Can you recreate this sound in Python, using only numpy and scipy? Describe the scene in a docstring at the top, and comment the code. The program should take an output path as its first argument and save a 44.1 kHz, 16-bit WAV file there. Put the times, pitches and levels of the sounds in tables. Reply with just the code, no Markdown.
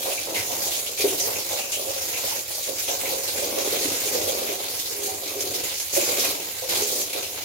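"""Rinsing long hair under a shower

A handheld shower runs in a small tiled bathroom. Countless droplet impacts, arriving in clumps, sum to a
hiss; water gathers in the hair and comes down in gushes that patter and drum on the floor. Handfuls splat
on the tiles, wet hair squelches, and air trapped in pooled water rings with a hollow plop. The hard walls
add standing waves and a short reverberation; a faint rumble and a few dull bumps lie underneath."""
import sys
import numpy as np
from scipy import signal
from scipy.fft import rfft, irfft
from scipy.io import wavfile
from scipy.ndimage import uniform_filter1d

SR = 44100
rng = np.random.default_rng(int(sys.argv[2]) if len(sys.argv) > 2 else 0)


def dump(signal):
    """Clip the signal to [-1, 1] and save it as 16-bit WAV at the path in sys.argv[1]."""
    limited = np.clip(np.atleast_2d(signal).T, -1, 1)
    pcm = np.round(limited * 32767).astype(np.int16)
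    wavfile.write(sys.argv[1], SR, pcm)


N = 328104
TIME = np.arange(N) / SR
HZ = np.fft.rfftfreq(N, 1 / SR)

# Steady flows. Each row: time in seconds, relative level in dB.
SPRAY_LEVEL = [(0, -33), (.28, -33), (.6, -32.5), (.93, -35), (1.4, -32.5), (1.67, -36), (1.9, -32),
               (2.1, -36), (2.43, -38.5), (2.74, -34), (3.3, -32), (4.2, -30.5), (4.58, -34), (4.8, -32.5),
               (5.3, -37), (5.9, -32.5), (6.55, -35), (7.44, -36.5)]  # the bare spray as the shower head moves
RUNOFF_LEVEL = [(0, -36.5), (.22, -42), (.6, -35.5), (.93, -46), (1.4, -37.5), (2.1, -47.5), (2.45, -51),
                (2.84, -44), (3.3, -38.5), (4.6, -36), (4.85, -45), (5.05, -41.5), (5.35, -39.5),
                (5.87, -50), (6.4, -37.5), (6.58, -47), (7.0, -44), (7.44, -42)]  # the thin run-off dripping to the floor
# Water released from the hair. Each row: start in seconds, length in seconds, relative levels of
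# splash, patter and drumming in dB, drop lightness (lighter drops drum higher).
GUSHES = [(0.044, 0.08, -38.5, -36.5, -35, 3), (0.265, 0.1, -55, -59, -33, -2),
          (0.34, .06, -35, -32, -42, -12), (0.49, 0.079, -38, -51, -38, 1),
          (0.583, .23, -32.5, -52, -53, 12), (0.983, 0.17, -32, -39.5, -34, -5),
          (1.173, 0.097, -31, -54, -36, -3.5), (1.257, 0.13, -40, -42, -36, -0.5),
          (1.49, 0.11, -34.5, -38, -35.5, 4), (1.764, 0.17, -46, -51, -36.5, -2),
          (2.008, 0.39, -33.5, -38.5, -40.5, -3.5), (2.162, 0.1, -36, -50, -40, 6),
          (2.24, 0.07, -33.5, -50, -47, 13), (2.478, 0.12, -35, -58, -43.5, 4),
          (2.662, 0.071, -37, -62, -38, -4), (2.78, 0.052, -31.5, -40, -60, -2),
          (2.875, 0.069, -37, -37, -35, 1), (2.989, 0.15, -35, -38.5, -35, -0.5),
          (3.34, 0.13, -37, -45, -33, -5.5), (3.494, 0.19, -35, -41.5, -32, -2.5),
          (3.7, 0.24, -34, -38, -33.5, -7.5), (3.975, 0.23, -50, -41.5, -50, -13),
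          (4.097, .3, -40.5, -43, -34.5, -5), (4.455, 0.06, -44, -36, -37, -10),
          (5.027, 0.052, -31.5, -58, -40, -13), (5.237, 0.062, -41, -36, -38.5, -9),
          (5.386, 0.26, -36, -43, -37, -7), (5.626, 0.11, -38.5, -38.5, -44, 0),
          (5.927, 0.049, -26, -43, -36, -2.5), (5.988, 0.32, -30.5, -32.5, -33.5, -3.5),
          (6.685, .125, -28, -31, -32.5, -4), (6.864, 0.15, -29.5, -56, -35, -6),
          (7.131, 0.068, -39, -35, -36.5, -5), (7.342, 0.12, -50, -37, -50, -8)]
# Dips in the hiss, as when a hand or the hair catches the spray. Each row: middle in seconds,
# half length in seconds, gain at the middle in dB.
LULLS = [(0.281, 0.064, -3.5), (.945, 0.023, -2), (1.847, 0.03, -2.5), (2.725, 0.027, -4),
         (3.527, 0.037, -3.5), (5.897, 0.019, -4), (6.678, 0.018, -0.5), (7.107, 0.015, -0.5)]
# Spectra of the noisy sources. Each row: frequency in Hz, relative gain in dB.
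SPRAY_SPECTRUM = [(300, -64), (1800, -11), (3000, -9), (4500, -2.5), (6000, -1), (6800, 1.5), (7400, -3.5),
                  (8100, -6), (10000, -3.5), (12400, -2.5), (14000, -3.5), (16000, -5.5)]
PATTER_SPECTRUM = [(150, -26), (600, -5), (1000, -4.5), (1300, -5), (1700, -3), (1800, -14.5), (1900, -0.5),
                   (2250, 1.5), (3000, 0), (4000, 2.5), (6000, -9.5), (14000, -45)]
DRUM_SPECTRUM = [(40, -43), (90, -13.5), (150, -18), (195, -12.5), (220, -14.5), (300, -6), (370, -3),
                 (470, -5), (545, 0.5), (640, -8), (740, -8), (950, -13), (1400, -24), (4000, -65)]
RUMBLE_SPECTRUM = [(15, -29), (40, -28), (60, -15), (84, -8.5), (100, -7), (150, -23), (300, -26.5),
                   (1000, -33.5)]
SPLAT_SPECTRUM = [(100, -34), (500, 5), (1500, -2.5), (2300, 8), (6800, 9), (8000, 6), (12500, 11),
                  (16000, -37.5)]
# Single events. Each row: start in seconds, level in dB, resonance in Hz, length in seconds.
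PLOPS = [(.067, -29.5, 480, 0.03), (0.28, -33.5, 487, 0.029), (0.504, -33, 710, 0.016),
         (.68, -35, 694, .025), (.89, -38.5, 487, 0.04), (1.041, -18.5, 403.7, 0.029),
         (1.279, -25, 583, .018), (1.53, -28, 572, 0.018), (1.79, -35, 563, .018), (1.866, -34, 546, .05),
         (1.96, -36, 547, 0.05), (2.242, -31, 545, 0.011), (2.27, -34, 680, 0.023),
         (2.312, -34.5, 905, .022), (2.575, -45, 520, .02), (2.677, -32.5, 528, 0.04),
         (2.882, -30, 555, 0.067), (3.035, -28.5, 533, 0.022), (3.119, -32.5, 536, 0.085),
         (3.421, -31, 476, .026), (3.576, -25.5, 552, .025), (3.648, -30.5, 400, 0.021),
         (3.727, -27, 463, 0.034), (3.807, -30, 404, 0.015), (3.849, -30.5, 312, .028),
         (4.056, -33, 420, 0.026), (4.143, -30, 510, 0.12), (4.274, -29, 532, 0.037),
         (4.415, -27.5, 509, 0.023), (4.491, -20.5, 423, 0.011), (4.896, -41, 407.4, 0.2),
         (4.99, -41.5, 412.4, 0.15), (5.075, -35, 760, 0.057), (5.353, -37, 404, 0.05),
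         (5.438, -39, 408, 0.13), (5.553, -34, 392, .032), (5.966, -23, 557, 0.036),
         (5.975, -24, 357, 0.015), (6.08, -32.5, 483, 0.053), (6.622, -30, 525, 0.042),
         (6.819, -29.5, 414, 0.024), (7.152, -32, 480, 0.035)]  # gouts falling into pooled water
SPLATS = [(0.114, -28, 2900, 0.022), (0.346, -29, 2330, 0.045), (0.716, -27.5, 3480, 0.044),
          (0.861, -30, 3190, 0.036), (0.974, -28, 2380, 0.04), (1.006, -24.5, 4500, 0.037),
          (1.081, -29.5, 2880, 0.04), (1.195, -26, 5830, 0.025), (1.243, -34, 5900, 0.044),
          (1.47, -38, 6500, .04), (1.718, -25, 7000, 0.048), (2.628, -30, 6900, 0.053),
          (2.88, -29, 2920, 0.037), (3.207, -38, 6500, .04), (3.275, -29.5, 4190, 0.052),
          (3.72, -27.5, 4300, .035), (3.815, -27, 4300, 0.055), (4.054, -26, 6500, 0.043),
          (4.278, -28.5, 3270, 0.042), (4.79, -32, 6000, 0.045), (5.404, -26, 6540, 0.032),
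          (5.539, -24.5, 5300, 0.032), (5.797, -27, 6200, .03), (5.95, -26.5, 6800, 0.04),
          (6.192, -23.5, 5570, 0.056), (6.244, -24.5, 2400, 0.029), (6.695, -28, 4950, 0.027),
          (6.748, -27.5, 3500, 0.04), (6.819, -25.5, 6470, 0.045), (7.003, -27, 6530, 0.042),
          (7.129, -29.5, 2400, 0.027), (7.226, -32.5, 2700, 0.061)]  # handfuls hitting the tiles
SQUELCHES = [(.175, -31, 2420, .025), (.225, -38, 2460, 0.014), (.356, -31, 2150, 0.051),
             (.866, -36, 3100, .018), (1.008, -34, 2320, 0.029), (1.2, -24, 6000, 0.034),
             (1.356, -33.5, 2550, 0.032), (1.585, -34.5, 2640, 0.095), (1.725, -32, 2870, 0.057),
             (1.9, -40, 2850, 0.033), (2.135, -32, 2480, 0.065), (2.9, -30, 5840, 0.041),
             (3.054, -32.5, 2220, 0.043), (6.005, -35, 2450, 0.038)]  # water pockets in hair and hand
BUMPS = [(.364, -38.5, 96, 0.045), (4.223, -45, 95, 0.046), (5.493, -42, 99, .035)]  # dull low bumps
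# Standing waves between the walls. Each row: frequency in Hz, bandwidth in Hz, gain in dB.
ROOM_MODES = [(415, 12, -3), (491.7, 10.4, 0), (533, 12, -2.5), (718, 64, -16)]
# Reverberation time. Each row: frequency in Hz, time to decay by 60 dB in seconds.
ROOM_T60 = [(100, 0.15), (500, 0.51), (2000, 0.23), (6000, 0.19), (15000, 0.14)]
# Likeness at two microphone ports. Each row: frequency in Hz, weight of the left signal in the right.
PORT_LIKENESS = [(30, 0.7), (100, 0.92), (200, 0.94), (300, 0.88), (420, 0.72), (520, -0.15), (620, 0),
                 (1000, -0.1), (1400, -0.05), (2000, -0.1), (2450, 0.33), (2900, 0), (16000, 0)]
# Shading of the ports. Each row: frequency in Hz, left minus right gain in dB.
PORT_BALANCE = [(80, -0.3), (200, 1), (360, 1.5), (420, -2), (720, -4), (1100, 0.5), (2100, 0.5),
                (2900, -2), (5500, -0.3), (6800, 0.6), (7600, -5), (9500, -1), (12500, -2.5), (16000, -0.5)]

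GUSH_RISE_S, SPLASH_FADE_S, DRUM_FADE_S = 0.004, 0.029, 0.024  # time constants of a gush
PATTER_PER_SPRAY_DB, PATTER_PER_RUNOFF_DB = -6.5, -11.5  # coarse drops that come with the steady flows
MIST_PER_DB = 0.07  # dB of extra top treble per dB that a gush adds to the spray
RUNOFF_LIGHTNESS, USUAL_LIGHTNESS = -2.5, -5  # of the run-off and of an average drop
SLOSH_DB, REVERB_DB = -4, -8.0  # slosh relative to its plop; gain of the reverberation
CUTOFF_HZ = 15850


def gain_of(db):
    """Amplitude grows tenfold for every 20 dB."""
    return 10 ** (np.asarray(db) / 20)


def unit_rms(x):
    """Division by the rms value gives a signal unit power."""
    return x / np.sqrt(np.mean(x ** 2) + 1e-20)


def value_at(points, hz):
    """Interpolation of a table on a logarithmic frequency axis."""
    f, value = np.transpose(points)
    return np.interp(np.log(hz + 1), np.log(f + 1), value)


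def add(mix, start, sound):
    """Superposition: a stereo sound joins the mix at a start time in seconds."""
    part = mix[:, max(round(start * SR), 0):][:, :sound.shape[1]]
    part += sound[:, :part.shape[1]]


def coloured(x, spectrum):
    """Filtering multiplies the spectrum of x by a gain curve."""
    size = x.shape[-1]
    gain = gain_of(value_at(spectrum, np.fft.rfftfreq(size, 1 / SR)))
    return irfft(rfft(x) * gain, size)


def tilted(x, hz, tilt_db):
    """Smaller drops radiate higher frequencies: a shelf filter scales the part above hz."""
    low = irfft(rfft(x) / (1 + (HZ / hz) ** 10), N)
    return low + (x - low) * gain_of(tilt_db)


def resonate(x, hz, width):
    """A damped resonator passes a band around hz, with a peak gain near 1."""
    r = np.exp(-np.pi * width / SR)
    return 2 * signal.lfilter([1 - r], [1, -r * np.exp(2j * np.pi * hz / SR)], x).real


def steadied(x, span_s):
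    """Division by the running rms evens out slow changes and keeps the fast ones."""
    size = max(int(span_s * SR), 8)
    power = uniform_filter1d(uniform_filter1d((x ** 2).mean(0), size), size)
    return x / np.sqrt(abs(power) + 1e-12)


def power_of(curve):
    """Power is amplitude squared; a level curve gives it at every sample."""
    times, db = np.transpose(curve)
    return gain_of(np.interp(TIME, times, db)) ** 2


def gush_power(start, length, fade_s):
    """A gush builds up, pours evenly and decays exponentially."""
    t = np.maximum(TIME - start, 0)
    onset = 1 - np.exp(-t / GUSH_RISE_S)
    decay = np.exp(-np.clip((t - length) / fade_s, 0, 20))
    return (onset * decay) ** 2


def flows():
    """Incoherent sources add in power: steady flows and gushes set three amplitudes and two tilts."""
    steady, runoff = power_of(SPRAY_LEVEL), power_of(RUNOFF_LEVEL)
    spray, drum = steady, runoff
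    patter = gain_of(PATTER_PER_SPRAY_DB) ** 2 * steady + gain_of(PATTER_PER_RUNOFF_DB) ** 2 * runoff
    weighted_lightness = RUNOFF_LIGHTNESS * runoff
    for start, length, splash_db, patter_db, drum_db, lightness in GUSHES:
        splash = gush_power(start, length, SPLASH_FADE_S)
        heavy = gain_of(drum_db) ** 2 * gush_power(start, length, DRUM_FADE_S)
        spray = spray + gain_of(splash_db) ** 2 * splash
        patter = patter + gain_of(patter_db) ** 2 * splash
        drum = drum + heavy
        weighted_lightness += lightness * heavy
    mist_db = MIST_PER_DB * 10 * np.log10(spray / steady)
    drum_tilt_db = 1.5 * (weighted_lightness / drum - USUAL_LIGHTNESS)
    lull = gain_of(sum(db * np.exp(-((TIME - middle) / half) ** 2) for middle, half, db in LULLS))
    return lull * np.sqrt(spray), lull * np.sqrt(patter), np.sqrt(drum), mist_db, drum_tilt_db


def clumps(per_s, fade_s, spread_db):
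    """Lumps of water arrive as a Poisson process; the power of each decays exponentially."""
    arrivals = rng.random(N) < per_s / SR
    sizes = gain_of(-spread_db * np.clip(rng.standard_normal(N), -2, 2))
    power = signal.lfilter([1], [1, -np.exp(-1 / (fade_s * SR))], (arrivals * sizes) ** 2)
    return np.sqrt(power / power.mean())


def drops(per_s, spread_db, spatter_s, spatter_db):
    """Shot noise: impacts of uneven size arrive from all around, each with its own brief spatter."""
    sizes = gain_of(spread_db * np.minimum(rng.exponential(1, N), 4)) * rng.choice([-1, 1], N)
    left = sizes * (rng.random(N) < per_s / SR)
    lag = rng.integers(-20, 21, N)  # samples early or late at the right port
    right = np.bincount((np.arange(N) + lag) % N, left, N)
    pole = np.exp(-1 / (spatter_s * SR))
    spatter_power = signal.lfilter([1 - pole], [1, -pole], left ** 2)
    spatter = np.sqrt(spatter_power) * rng.standard_normal((2, N))
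    return unit_rms(np.array([left, right]) + gain_of(spatter_db) * spatter)


def wandering(x, depth_db, patch_s, patch_hz):
    """Random modulation in time and frequency, as water strikes hair, skin and tile in turn."""
    hz, t, spectra = signal.stft(x, SR, nperseg=256)
    field = rng.standard_normal(spectra.shape[1:])
    for axis, bins in enumerate([patch_hz / hz[1], patch_s / t[1]]):
        for _ in range(2):
            field = uniform_filter1d(field, max(round(bins), 1), axis, mode="wrap")
    return signal.istft(spectra * gain_of(depth_db * unit_rms(field)), SR, nperseg=256)[1][:, :N]


def running_water():
    """Fine spray, coarser patter and heavy drumming are shot noises modulated by the same clumps."""
    spray_level, patter_level, drum_level, mist_db, drum_tilt_db = flows()
    lumps = clumps(per_s=170, fade_s=0.0077, spread_db=1.0)
    fine = drops(per_s=9000, spread_db=2.0, spatter_s=0.0033, spatter_db=1) * (1.2 + lumps)
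    spray = tilted(coloured(fine, SPRAY_SPECTRUM), hz=7850, tilt_db=mist_db)
    spray = steadied(spray, span_s=0.044)
    coarse = drops(per_s=3200, spread_db=2.0, spatter_s=0.0065, spatter_db=1.5) * (0.67 + lumps)
    patter = steadied(coloured(coarse, PATTER_SPECTRUM), span_s=0.059)
    heavy = drops(per_s=450, spread_db=2.5, spatter_s=0.0058, spatter_db=-3) * (1.1 + lumps)
    drum = tilted(coloured(heavy, DRUM_SPECTRUM), hz=567, tilt_db=drum_tilt_db)
    drum = steadied(drum, span_s=0.082)
    hiss = gain_of(3.5) * spray_level * spray + patter_level * patter
    hiss = wandering(hiss, depth_db=1.62, patch_s=0.036, patch_hz=1000)
    return hiss + gain_of(-2.5) * drum_level * drum


def rumble():
    """Stationary noise weighted toward low frequencies is heard as a faint rumble."""
    return gain_of(-52) * unit_rms(coloured(rng.standard_normal((2, N)), RUMBLE_SPECTRUM))


def swell(length, rise_s):
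    """The envelope of one event is an exponential rise times a Gaussian decay."""
    t = TIME[:SR // 3]
    return (1 - np.exp(-t / rise_s)) * np.exp(-(t / max(length, .004)) ** 2)


def noisy_rings(rows, relative_width, rise_s):
    """A damped resonance driven by noise gives a short, roughly pitched burst for each row."""
    out = np.zeros((2, N))
    for start, db, hz, length in rows:
        width = relative_width * hz
        noise = rng.standard_normal((2, len(TIME[:SR // 3])))
        ring = resonate(resonate(noise, hz, width), hz, width)
        add(out, start, gain_of(db) * steadied(ring, span_s=0.0047) * swell(length, rise_s))
    return out


def plops():
    """Bubble resonance: air trapped by each gout rings amid a slosh, its pitch creeping upward."""
    rings = np.zeros((2, N))
    for (start, db, hz, length), first_turn in zip(PLOPS, rng.random(len(PLOPS))):
        envelope = swell(length, rise_s=0.0011)
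        glide = 0.038 * (np.tanh(TIME[:len(envelope)] / length) - .5)
        phase = 2 * np.pi * (first_turn + np.cumsum(hz * (1 + glide)) / SR)
        add(rings, start, gain_of(db) * np.array([np.sin(phase), np.cos(phase)]) * envelope)
    slosh = noisy_rings(PLOPS, relative_width=0.41, rise_s=0.002)
    return rings + gain_of(SLOSH_DB) * slosh


def splats():
    """Impact breaks each handful into droplets: a burst of shot noise with one emphasised band."""
    out = np.zeros((2, N))
    droplets = coloured(drops(per_s=7000, spread_db=3, spatter_s=0.0033, spatter_db=1.5), SPLAT_SPECTRUM)
    for start, db, hz, length in SPLATS:
        envelope = swell(length, rise_s=0.0012)
        burst = np.take(droplets, round(start * SR) + np.arange(len(envelope)), axis=1, mode="wrap")
        burst = unit_rms(burst + 2.5 * resonate(burst, hz, width=0.21 * hz))
        add(out, start, gain_of(db) * burst * envelope)
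    return out


def squelches():
    """A rush of water excites the resonance of a pocket in hair or hand."""
    return noisy_rings(SQUELCHES, relative_width=0.2, rise_s=0.00075)


def bumps():
    """A low, heavily damped resonance with a soft onset is heard as a dull bump."""
    return noisy_rings(BUMPS, relative_width=0.29, rise_s=0.007)


def standing_waves(x):
    """Reflections between the walls reinforce sound at the frequencies of the room's modes."""
    return sum(gain_of(db) * resonate(x, hz, width) for hz, width, db in ROOM_MODES)


def reverberation(x, tails=4):
    """Dense reflections off tile decay exponentially; the tails cross-fade as water lands in new places."""
    out = np.zeros((2, N))
    for k in range(tails):
        hz, t, spectra = signal.stft(rng.standard_normal((2, SR // 2)), SR, nperseg=256)
        decay = gain_of(-60 * t / value_at(ROOM_T60, hz)[:, None])
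        tail = signal.istft(spectra * decay, SR, nperseg=256)[1]
        share = np.sqrt(2 / tails) * np.cos(np.pi * (2.3 * TIME + k / tails))
        out += signal.fftconvolve(x * share, tail / np.linalg.norm(tail[0]), axes=1)[:, :N]
    return out


def ports(x):
    """Long waves reach both ports alike; the casing casts a different acoustic shadow on each."""
    left, other = rfft(x)
    likeness = value_at(PORT_LIKENESS, HZ)
    lean_db = value_at(PORT_BALANCE, HZ) / 2
    right = likeness * left + np.sqrt(1 - likeness ** 2) * other
    return irfft(np.array([left * gain_of(lean_db), right * gain_of(-lean_db)]), N)


def scene():
    """Direct sound, the room's response and the rumble superpose at the two ports."""
    direct = running_water() + splats() + squelches() + plops() + bumps()
    return ports(direct + rumble() + standing_waves(direct) + gain_of(REVERB_DB) * reverberation(direct))


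def record(dry):
    """A steep low-pass filter limits the bandwidth."""
    lowpass = signal.firwin(1023, CUTOFF_HZ, window=("kaiser", 9), fs=SR)
    return signal.oaconvolve(dry, lowpass[None], "same")


dry = scene()
out = record(dry)
dump(out)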